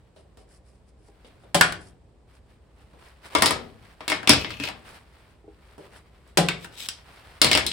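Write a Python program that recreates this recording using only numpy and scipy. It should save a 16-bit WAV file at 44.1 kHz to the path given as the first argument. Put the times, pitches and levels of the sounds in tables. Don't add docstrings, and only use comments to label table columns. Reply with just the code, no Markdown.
import sys
import numpy as np
from scipy import signal
from scipy.fft import rfft, irfft
from scipy.io import wavfile

SR = 44100
rng = np.random.default_rng(int(sys.argv[2]) if len(sys.argv) > 2 else 0)


def to_wav(s):
    ch = np.atleast_2d(s).T
    pcm = np.round(np.clip(ch, -1, 1) * 32767)
    wavfile.write(sys.argv[1], SR, pcm.astype(np.int16))


N = 340452
TIME = np.arange(N) / SR
RING_TIME = TIME[:32768]
RING_N = len(RING_TIME)
TOP_HZ = 15900
SIDES = np.array([[1], [-1]])


def amp(db):
    return 10 ** (np.asarray(db) / 20)

def unit(x):
    return x / np.sqrt(np.mean(np.sum(x ** 2, axis=-1)))

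def steady(x):
    return x / np.std(x)

def fade(t60):
    return np.exp(-np.log(1000) * RING_TIME / t60)

def pan(db):
    return amp(SIDES * db / 2)

def bins(size):
    return np.arange(size // 2 + 1) * SR / size

def lookup(points, hz):
    f, value = np.transpose(points)
    return np.interp(np.log(hz + 1e-9), np.log(f), value)

def colour(x, *curves):
    size = x.shape[-1]
    gain = amp(sum(lookup(curve, bins(size)) for curve in curves))
    cepstrum = irfft(np.log(gain), size)
    cepstrum[1:size // 2] *= 2
    cepstrum[size // 2 + 1:] = 0
    return irfft(rfft(x) * np.exp(rfft(cepstrum)), size)

def air(size, apart_hz=550, width=.85):
    mid, side = rng.standard_normal((2, size))
    f = bins(size)
    side = irfft(rfft(side) * width * (f + 90) / (f + 90 + apart_hz), size)
    return mid + SIDES * side


# (frequency [Hz], level [dB])
RUMBLE_TONE = [(20, -30), (36, -12.5), (59, 2.5), (85, -6), (130, -11), (300, -19), (450, -18.5),
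               (1070, -30), (1400, -36.5), (5000, -46), (6200, -51.5), (8400, -45), (12500, -66.5),
               (16000, -66)]

def room_rumble(level_db=-55):
    return amp(level_db) * steady(colour(air(N, apart_hz=700, width=.99), RUMBLE_TONE))


def friction(grain_db, catch_samples=90):
    catches = amp(grain_db * rng.standard_normal(N // catch_samples + 1))
    return air(N) * np.repeat(catches, catch_samples)[:N]

def waver(rate_hz):
    knots = np.arange(int(TIME[-1] * rate_hz) + 2) / rate_hz
    return np.interp(TIME, knots, rng.standard_normal(len(knots)))

def rubs(rows, attack_s=.043, release_s=.013):
    gain = 0
    for start, length, db in rows:
        rise = np.clip((TIME - start) / attack_s + .5, 0, 1)
        fall = np.exp(-np.maximum(TIME - start - length, 0) / release_s)
        gain = gain + amp(db) * rise * fall
    return gain

# (time [s], level [dB])
ARM_MOTION = [(0, -71), (.95, -79), (1.25, -62.5), (1.5, -66), (2.1, -77.5), (2.7, -71), (3.15, -58.5),
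              (3.9, -58), (4.8, -56.5), (5.3, -57), (5.42, -72.5), (5.7, -57.5), (6.05, -61.5),
              (6.6, -56.5), (7.4, -49.5)]
# (start [s], length [s], level [dB])
SLEEVE_STROKES = [(2.28, 0.098, -64), (2.48, 0.024, -61), (2.77, 0.046, -62.5), (3.0, 0.069, -53),
                  (3.24, 0.026, -42), (3.325, 0.025, -44), (4.87, 0.066, -45.5), (5.8, 0.065, -57.5),
                  (5.93, 0.028, -50.5)]
# (start [s], length [s], level [dB])
SKIN_BRUSHES = [(.16, 0.041, -65), (.38, 0.045, -70), (.49, 0.084, -67), (.65, 0.11, -71), (.87, .03, -75),
                (.98, .05, -71.5), (1.05, 0.034, -68), (1.25, 0.031, -69), (1.41, 0.037, -72),
                (1.8, 0.088, -62.5), (2.34, 0.012, -68), (5.65, 0.031, -74.5), (5.94, 0.048, -61.5)]
# (frequency [Hz], level [dB])
SWISH_TONE = [(200, -1.5), (500, 3.5), (1000, 4.5), (2000, 2), (4500, -7), (6500, -20), (12000, -21)]
HISS_TONE = [(2000, -32.5), (5000, 6.5), (6500, -4), (8500, 6.5), (11000, -0.5), (13000, -56),
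             (15000, -29.5)]

def sleeves_and_skin():
    motion = amp(np.interp(TIME, *np.transpose(ARM_MOTION)))
    strokes = rubs(SLEEVE_STROKES, attack_s=.057, release_s=.045)
    brushes = rubs(SKIN_BRUSHES, attack_s=.037, release_s=.018)
    scuffs = amp(2.5 * waver(rate_hz=27))
    swish = steady(colour(friction(grain_db=2), SWISH_TONE))
    hiss = steady(colour(friction(grain_db=3), HISS_TONE))
    swish *= np.sqrt(motion ** 2 + strokes ** 2 + (amp(-1) * brushes) ** 2)
    hiss *= np.sqrt((amp(-15) * motion) ** 2 + (amp(-12) * strokes) ** 2 + brushes ** 2)
    return scuffs * (amp(-1) * swish + hiss)


def resonate(rub, peaks):
    f = bins(N)
    response = sum(amp(db) * 1j * f * width / (hz ** 2 - f ** 2 + 1j * f * width)
                   for hz, width, db in peaks)
    return steady(irfft(rfft(rub) * response, N))

# (start [s], length [s], level [dB])
BAR_DRAGS = [(6.61, 0.044, -48.5), (6.73, 0.025, -50.5), (6.783, 0.078, -37)]
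# (pitch [Hz], width [Hz], level [dB])
DRAG_PEAKS = [(455, 2600, -10), (2530, 860, -3), (3200, 360, 2.5), (3680, 260, 3.5), (4950, 200, -3),
              (7650, 170, 1.5), (9900, 200, -18), (14800, 500, -20)]

def bar_drags():
    return pan(3.5) * resonate(friction(grain_db=2.5), DRAG_PEAKS) * rubs(BAR_DRAGS)

# (start [s], length [s], level [dB])
BAR_SKIDS = [(4.39, 0.046, -36), (4.48, 0.11, -44.5), (4.615, 0.066, -34)]
# (pitch [Hz], width [Hz], level [dB])
SKID_PEAKS = [(1150, 150, -10), (2590, 170, 9), (2890, 80, 4), (3150, 90, -7), (4270, 120, -2),
              (5500, 57, -15)]

def bar_skids():
    return pan(4) * resonate(friction(grain_db=4), SKID_PEAKS) * rubs(BAR_SKIDS)


def ringing(notes, build_cycles=.84, apart_hz=900, detune=.003):
    out = 0
    for (hz, db, t60), (phase, skew, shift) in zip(notes, rng.standard_normal((len(notes), 3))):
        side_phase = SIDES * skew * min(hz / apart_hz, 1)
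        wave = np.sin(2 * np.pi * (hz * (1 + detune * shift) * RING_TIME + phase) + side_phase)
        swell = 1 - np.exp(-RING_TIME * hz / build_cycles)
        out = out + amp(db) * unit(wave * fade(t60) * swell)
    return out

def thuds(rows, notes, build_cycles, apart_hz, pan_db):
    out = np.zeros((2, N + RING_N))
    hz, note_db, t60 = np.transpose(notes)
    octaves = np.log2(hz / hz[np.argmax(note_db)])
    for time_s, db, tilt in rows:
        start = int(time_s * SR)
        tilted = np.c_[hz, db + note_db + tilt * octaves, t60]
        out[:, start:start + RING_N] += ringing(tilted, build_cycles, apart_hz)
    return pan(pan_db) * out[:, :N]

# (time [s], level [dB], tilt [dB per octave])
HANDLE_BUMPS = [(1.003, -33, -12), (1.086, -25.5, 0), (5.441, -24.5, -2), (5.479, -16.5, -3),
                (5.788, -22, -7)]
# (pitch [Hz], level [dB], ring time [s])
HANDLE_NOTES = [(320.5, -4.5, 0.15), (412, -1, 0.15), (474, -7, 0.21), (662, -10.5, 0.045),
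                (797, -8.5, 0.15)]

def handle_bumps():
    return thuds(HANDLE_BUMPS, HANDLE_NOTES, build_cycles=.5, apart_hz=1500, pan_db=1)

# (time [s], level [dB], tilt [dB per octave])
HEAVY_DROPS = [(3.424, -0.5, -1), (4.2933, 16, 2.5), (4.306, -11, -7), (4.6, -8.5, -4.5), (7.445, -5, -9),
               (7.56, -4, -1.6)]
# (pitch [Hz], level [dB], ring time [s])
BENCH_NOTES = [(89.94, -12, 0.5), (135.5, -7.5, 0.39), (220, -6.5, 0.12), (279, -3, 0.2), (283, 1.5, 0.15)]

def bench_booms():
    return thuds(HEAVY_DROPS, BENCH_NOTES, build_cycles=.78, apart_hz=2500, pan_db=2.5)

# (time [s], level [dB], tilt [dB per octave])
WOOD_REBOUNDS = [(1.549, 8.5, -.5), (6.381, 10, -3)]
# (pitch [Hz], level [dB], ring time [s])
WOOD_NOTES = [(151, -11.5, 0.46), (171.5, -4, 0.46), (209, -13, 0.24), (311, -10, 0.2), (398, -10.5, 0.34),
              (578, -1.5, .12), (723, -9.5, 0.48), (755, -3.5, .13), (830, -6, 0.27), (1024, -7, .12),
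              (1230, -15.5, .28), (1636, -14.5, .22)]

def workpiece_rebounds():
    return thuds(WOOD_REBOUNDS, WOOD_NOTES, build_cycles=.98, apart_hz=1490, pan_db=2)


# (frequency [Hz], ring time [s])
ECHO_TIMES = [(100, 1), (300, 0.62), (1000, 0.33), (3000, 0.3), (8000, 0.22), (15000, 0.12)]

def room_echo(build_s=.0046):
    spectrum, tail = rfft(air(RING_N, apart_hz=300)), 0
    centres, t60s = np.transpose(ECHO_TIMES)
    for share, t60 in zip(np.eye(len(centres)), t60s):
        band = lookup(np.c_[centres, share], bins(RING_N))
        tail = tail + irfft(spectrum * band) * fade(t60)
    return unit(tail * (1 - np.exp(-RING_TIME / build_s)))

def shell_notes(t60, count=150, size=8192):
    hz = TOP_HZ * (np.arange(count) + 2 + rng.random(count)) / count
    return np.exp(2j * np.pi * np.outer(hz, RING_TIME[:size])) * fade(t60)[:size]

def shell_buzz(waves, width=.88):
    mid, side = rng.standard_normal((2, len(waves))) + 1j * rng.standard_normal((2, len(waves)))
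    blend = ((mid + width * SIDES * side) @ waves).real
    return unit(np.pad(blend, ((0, 0), (0, RING_N - blend.shape[1]))))

# (low edge [Hz], high edge [Hz])
HIT_BANDS = [(100, 350), (350, 900), (900, 2000), (2000, 6000), (6500, 15000)]
# (frequency [Hz], level [dB])
HIT_TONE = [(30, -16), (70, 0), (130, 0), (1000, -2), (2500, -1), (4000, 0.5), (5400, 0), (6300, -6),
            (8000, 2), (10500, 0), (12800, -16), (15000, -9)]
# (frequency [Hz], share [factor])
PAN_SHARES = [(100, 1.1), (500, 1.6), (2000, 0.92), (4000, 0.93), (8000, .1)]

def hits(rows, notes, body_db, presence_db, gain_db, pan_db, ring_db, tick_db,
         crack_t60, shell_t60, shell_db, room_db, spread=.55):
    out = np.zeros((2, N + RING_N))
    low, high = np.transpose(HIT_BANDS)
    shell_waves = shell_notes(shell_t60)
    side_gains = pan(pan_db * lookup(PAN_SHARES, bins(RING_N)))
    end_fade = np.minimum(10 * RING_TIME[::-1], 1)
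    for time_s, level_db, body, snap, spot_hz in rows:
        tick_noise, crack_noise = rng.standard_normal((2, RING_N))
        burst = (tick_noise + spread * air(RING_N)) * fade(t60=.014)
        tick = amp(tick_db) * unit(np.diff(burst, prepend=0))
        crack = unit((crack_noise + spread * air(RING_N, apart_hz=250)) * fade(crack_t60))
        shell = shell_buzz(shell_waves)
        echo = unit(irfft(rfft(room_echo()) * (1 + .5 * rfft(shell[0]))))
        ring = amp(shell_db) * shell + ringing(notes) + amp(room_db) * echo
        thump, knock, clack = np.array(body_db) + body * np.array([.65, 1, 1])
        band_db = np.array([thump, knock, clack, presence_db, snap]) - 10 * np.log10(high - low)
        band_tone = np.c_[np.sqrt(low * high), band_db]
        spot_tone = [(spot_hz / 1.27, 0), (spot_hz, 5.5), (spot_hz * 1.27, 0)]
        hit = colour(tick + crack + amp(ring_db) * ring, band_tone, HIT_TONE, spot_tone)
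        hit = irfft(rfft(hit) * side_gains) * end_fade
        start = int(time_s * SR)
        out[:, start:start + RING_N] += amp(level_db + gain_db) * hit
    return out[:, :N]

# (pitch [Hz], level [dB], ring time [s])
CLAMP_NOTES = [(954, -14.5, 0.11), (1345, -18, 0.068), (1440, -17.5, .2), (1536, -13, .19),
               (1846, -13, 0.14), (2736, -16.5, .08), (3230, -23, 0.4), (3680, -20, 0.13),
               (7920, -18, 0.22)]
# (time [s], level [dB], body [dB], snap [dB], spot pitch [Hz])
FINGER_TOUCHES = [(0.162, -49, -10.5, -21, 620), (0.3719, -49, -9, -12.5, 1180),
                  (1.2466, -44, -15, -29, 3080), (1.436, -56, 0, -30, 3700),
                  (2.9364, -57.5, -0.5, -17, 1074), (5.78, -53, 5.5, -6, 3100),
                  (6.2758, -57, -11.5, -6.5, 3876)]

def finger_touches():
    return hits(FINGER_TOUCHES, CLAMP_NOTES, body_db=(-3, 8, -5.5), presence_db=-9, gain_db=63,
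                pan_db=.5, ring_db=0, tick_db=2, crack_t60=.03, shell_t60=.1, shell_db=1, room_db=6)

# (time [s], first level [dB], spot pitch [Hz])
BOUNCE_STARTS = [(3.385, -23, 1100), (4.146, -32.5, 2200), (7.4669, -18.5, 4250)]

def bounces(count=3, gap_s=.02, shrink=.89, loss_db=7.5, uneven=.2):
    rows, body_db, snap_db = [], -10.5, -16
    for start, db, hz in BOUNCE_STARTS:
        gaps = gap_s * shrink ** np.arange(count) * np.exp(uneven * rng.standard_normal(count))
        times = start + np.cumsum(gaps) - gaps
        rows += [(time_s, db - loss_db * k, body_db, snap_db, hz) for k, time_s in enumerate(times)]
    return rows

# (pitch [Hz], level [dB], ring time [s])
BAR_NOTES = [(300.3, -12.5, 0.11), (624, -18, 0.18), (967, -17, 0.1), (1263, -24, .16), (2163, -13, 0.18),
             (2220, -16.5, 0.19), (2747, -22, 0.19), (3220, -21.5, 0.17), (4670, -18, .14),
             (4970, -14.5, 0.23), (5270, -15, .14), (5100, -19.5, 0.18), (5220, -16.5, 0.23),
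             (5310, -15.5, .15)]
# (time [s], level [dB], body [dB], snap [dB], spot pitch [Hz])
CLAMP_LANDINGS = [(3.3506, -13, -2.5, -15.5, 990), (3.4218, -11, -2.5, -6.5, 1070),
                  (3.459, -10.5, -11, -9, 4770), (3.5081, -19.5, -3.5, -8.5, 1230),
                  (4.0065, -35.5, -2, -23, 800), (4.0793, -18, -13, -12.5, 2420),
                  (4.0996, -18, -10.5, -12.5, 2300), (4.1186, -16.5, -6, -20.5, 2140),
                  (4.2308, -36.5, 2.5, -17, 715), (4.2743, -10, -15.5, -18.5, 2530),
                  (4.2937, -1.5, -13.5, -12, 5400), (4.3068, -10.5, -14, -19.5, 5300),
                  (4.3342, -12.5, -14.5, -18.5, 5330), (4.4462, -20.5, -13, -33, 1890),
                  (4.5053, -26.5, -13.5, -24, 1390), (4.5998, -28.5, -8.5, -16.5, 2800),
                  (4.6377, -22.5, -11, -20.5, 4370), (4.6753, -25.5, -11.5, -33, 2570),
                  (4.6872, -32.5, -2, -12, 755), (7.416, -5.5, -14.5, -9.5, 4326),
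                  (7.4451, -11.5, -10, -11, 2570), (7.5143, -7.5, -15, -18.5, 2150),
                  (7.5307, -8.5, -22, -20.5, 4770), (7.5511, -12, -8.5, -14.5, 2880),
                  (7.5745, -12, -11.5, -14.5, 2230), (7.665, -17, -21, -8.5, 3840),
                  (7.7154, -18, -29, -31, 2960)]

def clamp_landings():
    return hits(CLAMP_LANDINGS + bounces(), BAR_NOTES, body_db=(-12.5, -1.9, .84), presence_db=-5,
                gain_db=63.5, pan_db=3.5, ring_db=-1, tick_db=3.5,
                crack_t60=.013, shell_t60=.1, shell_db=2, room_db=1)

# (time [s], level [dB], body [dB], snap [dB], spot pitch [Hz])
JAW_CLACKS = [(1.6105, -1.5, -15, -17, 1589), (1.723, -23.5, -16.5, -17, 1460),
              (6.463, -32.5, -26.5, -23, 3100), (6.486, -10.5, -20, -22.5, 2470),
              (6.645, -33.5, -9.5, -13.5, 2800), (6.8866, -16.5, -30.5, -16.5, 5460)]

def jaw_clacks():
    return hits(JAW_CLACKS, CLAMP_NOTES, body_db=(-14, -4.5, 5.7), presence_db=-11, gain_db=66,
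                pan_db=1.7, ring_db=-2.35, tick_db=2,
                crack_t60=.027, shell_t60=.043, shell_db=1, room_db=0)

# (time [s], level [dB], body [dB], snap [dB], spot pitch [Hz])
TRIGGER_SNAPS = [(1.5452, -13.5, -10, -10, 700), (6.373, -10, -11, -12, 463)]

def trigger_snaps():
    return hits(TRIGGER_SNAPS, CLAMP_NOTES, body_db=(-12.5, .5, -1.6), presence_db=-7, gain_db=66,
                pan_db=2, ring_db=-1, tick_db=-3,
                crack_t60=.12, shell_t60=.091, shell_db=4.5, room_db=2)


def scene():
    sharp = trigger_snaps() + jaw_clacks() + clamp_landings() + finger_touches()
    low = workpiece_rebounds() + bench_booms() + handle_bumps()
    rubbing = sleeves_and_skin() + bar_skids() + bar_drags()
    return sharp + low + rubbing + room_rumble()

def record(dry):
    lowpass = signal.ellip(8, .2, 70, TOP_HZ, fs=SR, output="sos")
    return signal.sosfilt(lowpass, np.clip(dry, -1, 1))


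dry = scene()
out = record(dry)
to_wav(out)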